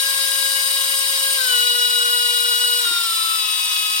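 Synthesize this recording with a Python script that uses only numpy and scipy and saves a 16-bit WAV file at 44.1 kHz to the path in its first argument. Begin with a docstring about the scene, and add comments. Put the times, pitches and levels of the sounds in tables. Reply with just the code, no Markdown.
"""Electric fishing reel, close up

A reel winds in right at a two-port stereo microphone, stepped down from fast to medium to slow.
The motor whines on multiples of its rotation rate; its brushes and gears hiss through the resonances
of the housing, ticking on every turn at the lower speeds. A gloved thumb bumps the case softly."""
import sys
import numpy as np
from scipy import signal
from scipy.fft import rfft, irfft
from scipy.io import wavfile
from scipy.ndimage import map_coordinates

SR = 44100
rng = np.random.default_rng(int(sys.argv[2]) if len(sys.argv) > 2 else 0)


def to_wav(s):
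    """Save 16-bit WAV."""
    ch = np.atleast_2d(s).T  # columns
    pcm = np.round(np.clip(ch, -1, 1) * 32767)  # PCM
    wavfile.write(sys.argv[1], SR, pcm.astype(np.int16))


N = 176400
TIME, FREQS = np.arange(N) / SR, np.maximum(np.arange(N // 2 + 1) * SR / N, 1)


# rotation rate of the motor: t/s, f/Hz
MOTOR_SPEED = [(0.0, 542.4), (0.5, 541.8), (1.32, 541.2), (1.36, 542.4), (1.41, 520.6), (1.5, 500.6),
               (1.56, 489.4), (1.73, 486.3), (2.53, 484.4), (2.8, 486), (2.86, 469.5), (3.0, 463),
               (3.1, 448.2), (3.16, 443.6), (3.35, 441.3), (3.43, 428), (3.61, 422.4), (3.99, 422.8)]
def motor(waver_share=0.00072):
    """Speed in Hz and shaft angle in radians; the shaft wavers slightly about the set speed."""
    speed = in_time(MOTOR_SPEED)[0]
    wavering = speed * (1 + waver_share * drift(25.9))
    return speed, 2 * np.pi * np.cumsum(wavering) / SR


# numbered partials, swelling and fading as they meet resonances: t/s, left level/dB, right level/dB
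WHINE_1 = [(0.0, -42, -42), (0.04, -45, -45.5), (1.34, -43.5, -42.5), (1.64, -37, -46), (2.8, -37.5, -48),
           (2.94, -48, -75), (3.98, -67, -59)]
WHINE_3 = [(0, -25, -32), (.6, -25, -32), (.7, -29.5, -30), (1.35, -29, -28), (1.4, -22, -38),
           (1.5, -19.5, -27), (1.65, -23, -23), (2.8, -23.5, -23.5), (2.87, -32.5, -25), (3.01, -25, -27),
           (3.07, -25, -31), (3.33, -24, -29), (3.48, -31, -39), (3.65, -38, -32.5), (4, -31, -28.5)]
WHINE_6 = [(0.0, -37.5, -48.5), (1.4, -36, -30), (1.44, -32, -36), (1.52, -20.5, -22.5),
           (2.78, -22.5, -25.5), (2.84, -29, -33), (3.18, -39, -42), (3.4, -33, -32.5), (3.98, -29, -28.5)]
WHINE_7 = [(0.0, -30, -43), (0.3, -27.5, -43), (1.34, -30, -45), (1.66, -39, -30), (2.4, -33, -32),
           (3.38, -37, -37), (3.44, -35, -33), (3.98, -33, -36)]
WHINE_8 = [(0.0, -67, -35.5), (1.46, -28.5, -55), (1.64, -20.0, -48), (2.82, -23.5, -44),
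           (2.98, -20.5, -25), (3.04, -29.5, -29), (3.98, -28, -33)]
WHINE_9 = [(0.0, -35, -32), (0.3, -30.5, -42.5), (3.06, -34, -29), (3.22, -26.5, -26.5), (3.52, -23, -54),
           (3.98, -28.5, -66)]
WHINES = {1: WHINE_1, 3: WHINE_3, 6: WHINE_6, 7: WHINE_7, 8: WHINE_8, 9: WHINE_9}
def motor_whine(speed, angle, trim_db=-0.5, flutter_db=1.38):
    """The motor's strong partials; all but the lowest sway with the gear wheels."""
    sway_db = wheel_sway(angle)
    whine = np.zeros((2, N))
    for order, curve in WHINES.items():
        level_db = in_time(curve) + trim_db + sway_db * (order > 1) + flutter_db * drift(17)
        whine += partial(order, speed, angle, level_db, jitter_rad=0.012)
    return whine


# weaker motor partials and gear tones: multiples of the rotation rate
WEAK_ORDERS = [2, 4, 5, 5.42, 6.42, 8.42, 10, 11, 12, 14, 15.78, 16.32, 16.84, 18, 21, 30]
# a row for each: slow level/dB, medium level/dB, fast level/dB, left minus right/dB
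WEAK_LEVELS = [(-66, -51, -45.5, 9), (-51, -42.5, -44, 7), (-55, -47.5, -61, 14), (-57, -48, -38.5, 5),
               (-38.5, -44.5, -60, 9), (-36, -47, -44.5, 5), (-50, -36.5, -39.5, -5), (-35, -40, -41.5, -1),
               (-38.5, -39, -46.5, 6), (-40, -66, -52, -2), (-65, -71, -41.5, 6), (-67, -36.5, -45.5, 0),
               (-57, -46.5, -40, 13), (-60, -46, -39, 12), (-48, -44, -52, 12), (-56, -48, -62, 8)]
# the slow, medium and fast steps: f/Hz
STEP_HZ = [422, 485.5, 541.6]
def weak_tones(speed, angle, flutter_db=2.5, slowing_hz_per_s=200):
    """Motor and gear tones whose levels follow the speed step; they roughen while the motor slows."""
    slowing = np.tanh(np.abs(np.gradient(speed)) * SR / slowing_hz_per_s)
    jitter_rad = 0.018 + 0.056 * slowing
    tones = np.zeros((2, N))
    for order, (*steps_db, pan_db) in zip(WEAK_ORDERS, WEAK_LEVELS):
        level_db = np.interp(speed, STEP_HZ, steps_db) + flutter_db * drift(20)
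        tones += partial(order, speed, angle, level_db + pan_db * np.array([[.5], [-.5]]), jitter_rad)
    return tones


# the reel at the microphone's two ports: f/Hz, likeness/0-1, left phase lead/rad
PORTS = [(206, 0.23, 4), (694, 1, -0.8), (1036, 0.5, 0.57), (1290, 0.22, 3), (1350, 0.7, 1.5),
         (1417, 0.3, 1.5), (1414, 0, 3), (1476, 0.1, 3), (1618, 0.75, 2.5), (1890, 0.4, 4.5), (2430, 1, 2),
         (3016, 0.53, 1.0), (3330, 0, 2), (3820, 0, 0.96), (3710, 0.5, -0.65), (4134, 0.84, 3),
         (5400, 0.12, 0.77), (6200, 0.57, 2), (8350, 0.67, 1.8), (8920, 0, -0.5), (14900, 0.6, -2.5)]
def partial(order, speed, angle, level_db, jitter_rad, wobble_rad=0.3, scatter_rad=0.55):
    """One multiple of the rotation, flickering a little differently at each port."""
    lead = at_hz(PORTS, order * speed)[1] + wobble_rad * drift(16)
    phase = order * (angle + jitter_rad * drift(40)) + scatter_rad * rng.standard_normal()
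    flicker_db = 0.58 * np.array([drift(35), drift(27)])
    return np.sqrt(2) * from_db(level_db + flicker_db) * np.cos([phase, phase - lead])


# hiss of brushes and gears as the housing radiates it: f/Hz, left level/dB, right level/dB
HOUSING = [(30.0, -128.0, -128.0), (190.0, -120.0, -120.0), (300.0, -85.0, -86.0), (520.0, -81.0, -85.0),
           (600.0, -84.0, -86.0), (860.0, -78.0, -78.0), (950.0, -66.0, -69.0), (1080.0, -61.0, -70.0),
           (1160.0, -76.0, -74.0), (1420.0, -69.0, -70.0), (1640.0, -72.0, -75.0), (1810.0, -67.0, -67.0),
           (2370.0, -60.0, -72.0), (2540.0, -61.0, -63.0), (2780, -60, -62), (2930, -55, -58),
           (3060, -64, -65), (3280, -58, -60), (3700, -58, -60), (3930, -54, -60), (4180.0, -62.0, -63.0),
           (4570.0, -60.0, -60.0), (4780.0, -66.0, -67.0), (4870.0, -59.0, -60.0), (5150, -61, -63),
           (5600.0, -70.0, -69.0), (5900.0, -65.0, -65.0), (6370.0, -70.0, -70.0), (6500.0, -64.0, -66.0),
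           (6980.0, -71.0, -70.0), (7240.0, -64.0, -65.0), (7620.0, -68.0, -69.0), (7920.0, -63.0, -62.0),
           (8050.0, -70.0, -69.0), (8180.0, -58.0, -57.0), (8310.0, -65.0, -64.0), (8560, -57, -59),
           (8680, -59, -60), (8840, -52, -56), (9100, -56, -62), (9520.0, -56.0, -80.0),
           (9910.0, -60.0, -76.0), (10120.0, -71.0, -79.0), (10290.0, -62.0, -77.0),
           (11200.0, -68.0, -76.0), (11540.0, -63.0, -80.0), (11710.0, -69.0, -73.0),
           (13180.0, -61.0, -75.0), (14080.0, -69.0, -72.0), (14640.0, -62.0, -73.0),
           (15680.0, -66.0, -77.0)]
def housing(sources, trim_db=-0.5, ripple_db=3.5, mode_phase_rad=2.24, modes_hz=2890):
    """Each noise pair's spectra at the microphone, through broad resonances with narrow ones on top."""
    alike, lead = at_hz(PORTS, FREQS)
    modal = np.minimum(FREQS / modes_hz, 1)
    # each mode reaches the ports differently
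    lead += mode_phase_rad * across_hz(width_hz=106) * modal ** 2
    ripple = rms_one(from_db(ripple_db * across_hz(width_hz=14) * modal))
    response = from_db(at_hz(HOUSING, FREQS) + trim_db) * ripple * np.sqrt(SR / 2)
    spectra = []
    for common, separate in map(rfft, sources):
        left = common * np.exp(1j * lead)
        right = alike * common + np.sqrt(1 - alike ** 2) * separate
        spectra.append(np.array([left, right]) * response)
    return spectra


# rise and fall of the hiss: t/s, bass level/dB, middle level/dB, treble level/dB
HISS_LEVELS = [(0, 1.5, 1.8, 1.5), (1.3, 1.5, 1.5, 2.5), (1.52, 1.5, 2, 1.3), (1.8, -0.5, -1, -0.3),
               (2.75, -0.5, -2.2, 0.4), (2.95, 1, 0.5, 0), (3.12, -0.5, -1, 0.6), (3.5, 0.5, -2.2, -0.8),
               (4, -0.5, -1, -0.9)]
# start and end of the bass-middle crossover, then of the middle-treble one: f/Hz
CROSSOVER_HZ = [1490, 2840, 5740, 8200]
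def hiss(angle, tooth_share=0.45, flutter_db=0.5):
    """Friction noise through the housing, swayed by the wheels; its middle range buzzes and ticks."""
    friction = rng.standard_normal((2, N))
    buzz = np.sqrt(tooth_share) * gear_teeth(angle) + np.sqrt(1 - tooth_share) * rubbing(angle)
    friction_spectrum, buzz_spectrum = housing([friction, buzz])
    bass = band(friction_spectrum, [1, 0, 0, 0])
    middle = band(buzz_spectrum, [0, 1, 1, 0]) * brush_ticks(angle)
    treble = band(friction_spectrum, [0, 0, 0, 1])
    return sum(part * from_db(db + wheel_sway(angle) + flutter_db * drift(14))
               for part, db in zip((bass, middle, treble), in_time(HISS_LEVELS)))


# three unequal ticks of a turn: position/turns, relative strength
TICKS = [(0, 0.73), (.39, 0.59), (.66, .35)]
# how deeply they pulse the hiss: t/s, depth/0-1
TICK_DEPTH = [(0, 0.02), (1.45, 0.01), (1.7, 0.05), (2.8, 0.35), (3.1, 0.1), (3.4, 0.25), (3.6, 0.64),
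              (4, 0.62)]
def brush_ticks(angle, sharpness=4.06):
    """Gain that pulses as the brushes tick on every turn."""
    ticks = sum(size * np.exp(sharpness * (np.cos(angle - 2 * np.pi * turn) - 1)) for turn, size in TICKS)
    depth = in_time(TICK_DEPTH)[0]
    return np.sqrt(1 - depth + depth * rms_one(ticks) ** 2)


def gear_teeth(angle, cycle_turns=57, grains_per_turn=90):
    """The same teeth meet again after a full cycle of the gears: a dense buzz that follows the speed."""
    surface = rng.standard_normal((2, cycle_turns * grains_per_turn))
    place = angle / (2 * np.pi) * grains_per_turn
    return rms_one(np.array([map_coordinates(row, [place], order=3, mode="grid-wrap") for row in surface]))


def rubbing(angle, memory=0.45):
    """The same rough surfaces meet on every turn, so the noise gathers around the partials."""
    noise = rng.standard_normal((2, N))
    repeats = np.zeros((2, N))
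    for turns in range(4):
        earlier = np.interp(angle - 2 * np.pi * turns, angle, np.arange(N)).round().astype(int)
        repeats += memory ** turns * noise[:, earlier]
    return repeats * np.sqrt(1 - memory ** 2)


# gear wheels: turns per motor turn
WHEEL_RATIOS = [.0058, .0527, .0701, .175, .525]
# swing of each: rms level/dB
WHEEL_DB = [0.17, 0.48, 0.43, 0.082, 0.34]
def wheel_sway(angle):
    """Level swing in dB from the gear wheels, each once per turn of its own."""
    return sum(db * np.sqrt(2) * np.sin(ratio * angle + rng.uniform(0, 2 * np.pi) + drift(2.3))
               for ratio, db in zip(WHEEL_RATIOS, WHEEL_DB))


# thumb on the case, close to the microphone: t/s, relative level/dB
BUMPS = [(2.861, -48), (2.909, -43)]
# dull ring of the case: f/Hz, relative level/dB, t60/s
CASE_MODES = [(120, -20, .07), (210, -17, 0.094), (342, 7.5, 0.08)]
def thumb_bumps(band_hz=(127, 401)):
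    """Soft pushes of a gloved thumb ring the case, alike at both ports."""
    pushes = np.zeros(N)
    for s, db in BUMPS:
        pushes[int(s * SR)] = from_db(db)
    ring = sum(from_db(db - 60 * TIME / t60) * np.sin(2 * np.pi * hz * TIME) for hz, db, t60 in CASE_MODES)
    soften = signal.butter(2, band_hz, "band", fs=SR, output="sos")
    return signal.sosfilt(soften, signal.fftconvolve(pushes, ring)[:N])


def glove_rumble(level_db=-102, swing_db=2, cutoff_hz=100):
    """Gloves on the case rumble very faintly under the reel."""
    lowpass = signal.butter(2, cutoff_hz, fs=SR, output="sos")
    rumble = rms_one(signal.sosfilt(lowpass, rng.standard_normal((2, N))))
    return rumble * from_db(level_db + swing_db * np.minimum(drift(8), 2))


def band(spectrum, shares):
    """One range of a spectrum as sound, given its power shares at the crossover edges."""
    return irfft(spectrum * np.sqrt(np.interp(FREQS, CROSSOVER_HZ, shares)), N)


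def from_db(db):
    """Decibels to gain."""
    return 10 ** (np.asarray(db) / 20)


def rms_one(x):
    """Scale to unit power."""
    return x / np.sqrt(np.mean(x ** 2) + 1e-20)


def in_time(rows):
    """The columns of a curve at every sample."""
    s, *columns = np.transpose(rows)
    return np.array([np.interp(TIME, s, c) for c in columns])


def at_hz(rows, hz):
    """The columns of a spectrum at the given frequencies."""
    f, *columns = np.transpose(rows)
    return np.array([np.interp(np.log(hz), np.log(f), c) for c in columns])


def drift(rate_hz):
    """Slow random motion of spread 1."""
    return rms_one(irfft(rfft(rng.standard_normal(N)) / (1 + (FREQS / rate_hz) ** 2), N))


def across_hz(width_hz):
    """Random unevenness along the spectrum, of spread 1."""
    return drift(SR ** 2 / (2 * np.pi * N * width_hz))[:len(FREQS)]


def scene():
    """The reel in hand at close range: one rotation drives both the whine and the hiss."""
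    speed, angle = motor()
    reel = motor_whine(speed, angle) + weak_tones(speed, angle) + hiss(angle)
    return reel + thumb_bumps() + glove_rumble()


def record(dry):
    """Both microphone channels are cut steeply above 16 kHz."""
    return signal.sosfilt(signal.ellip(12, .1, 80, 16000, fs=SR, output="sos"), dry)


dry = scene()
out = record(dry)
to_wav(out)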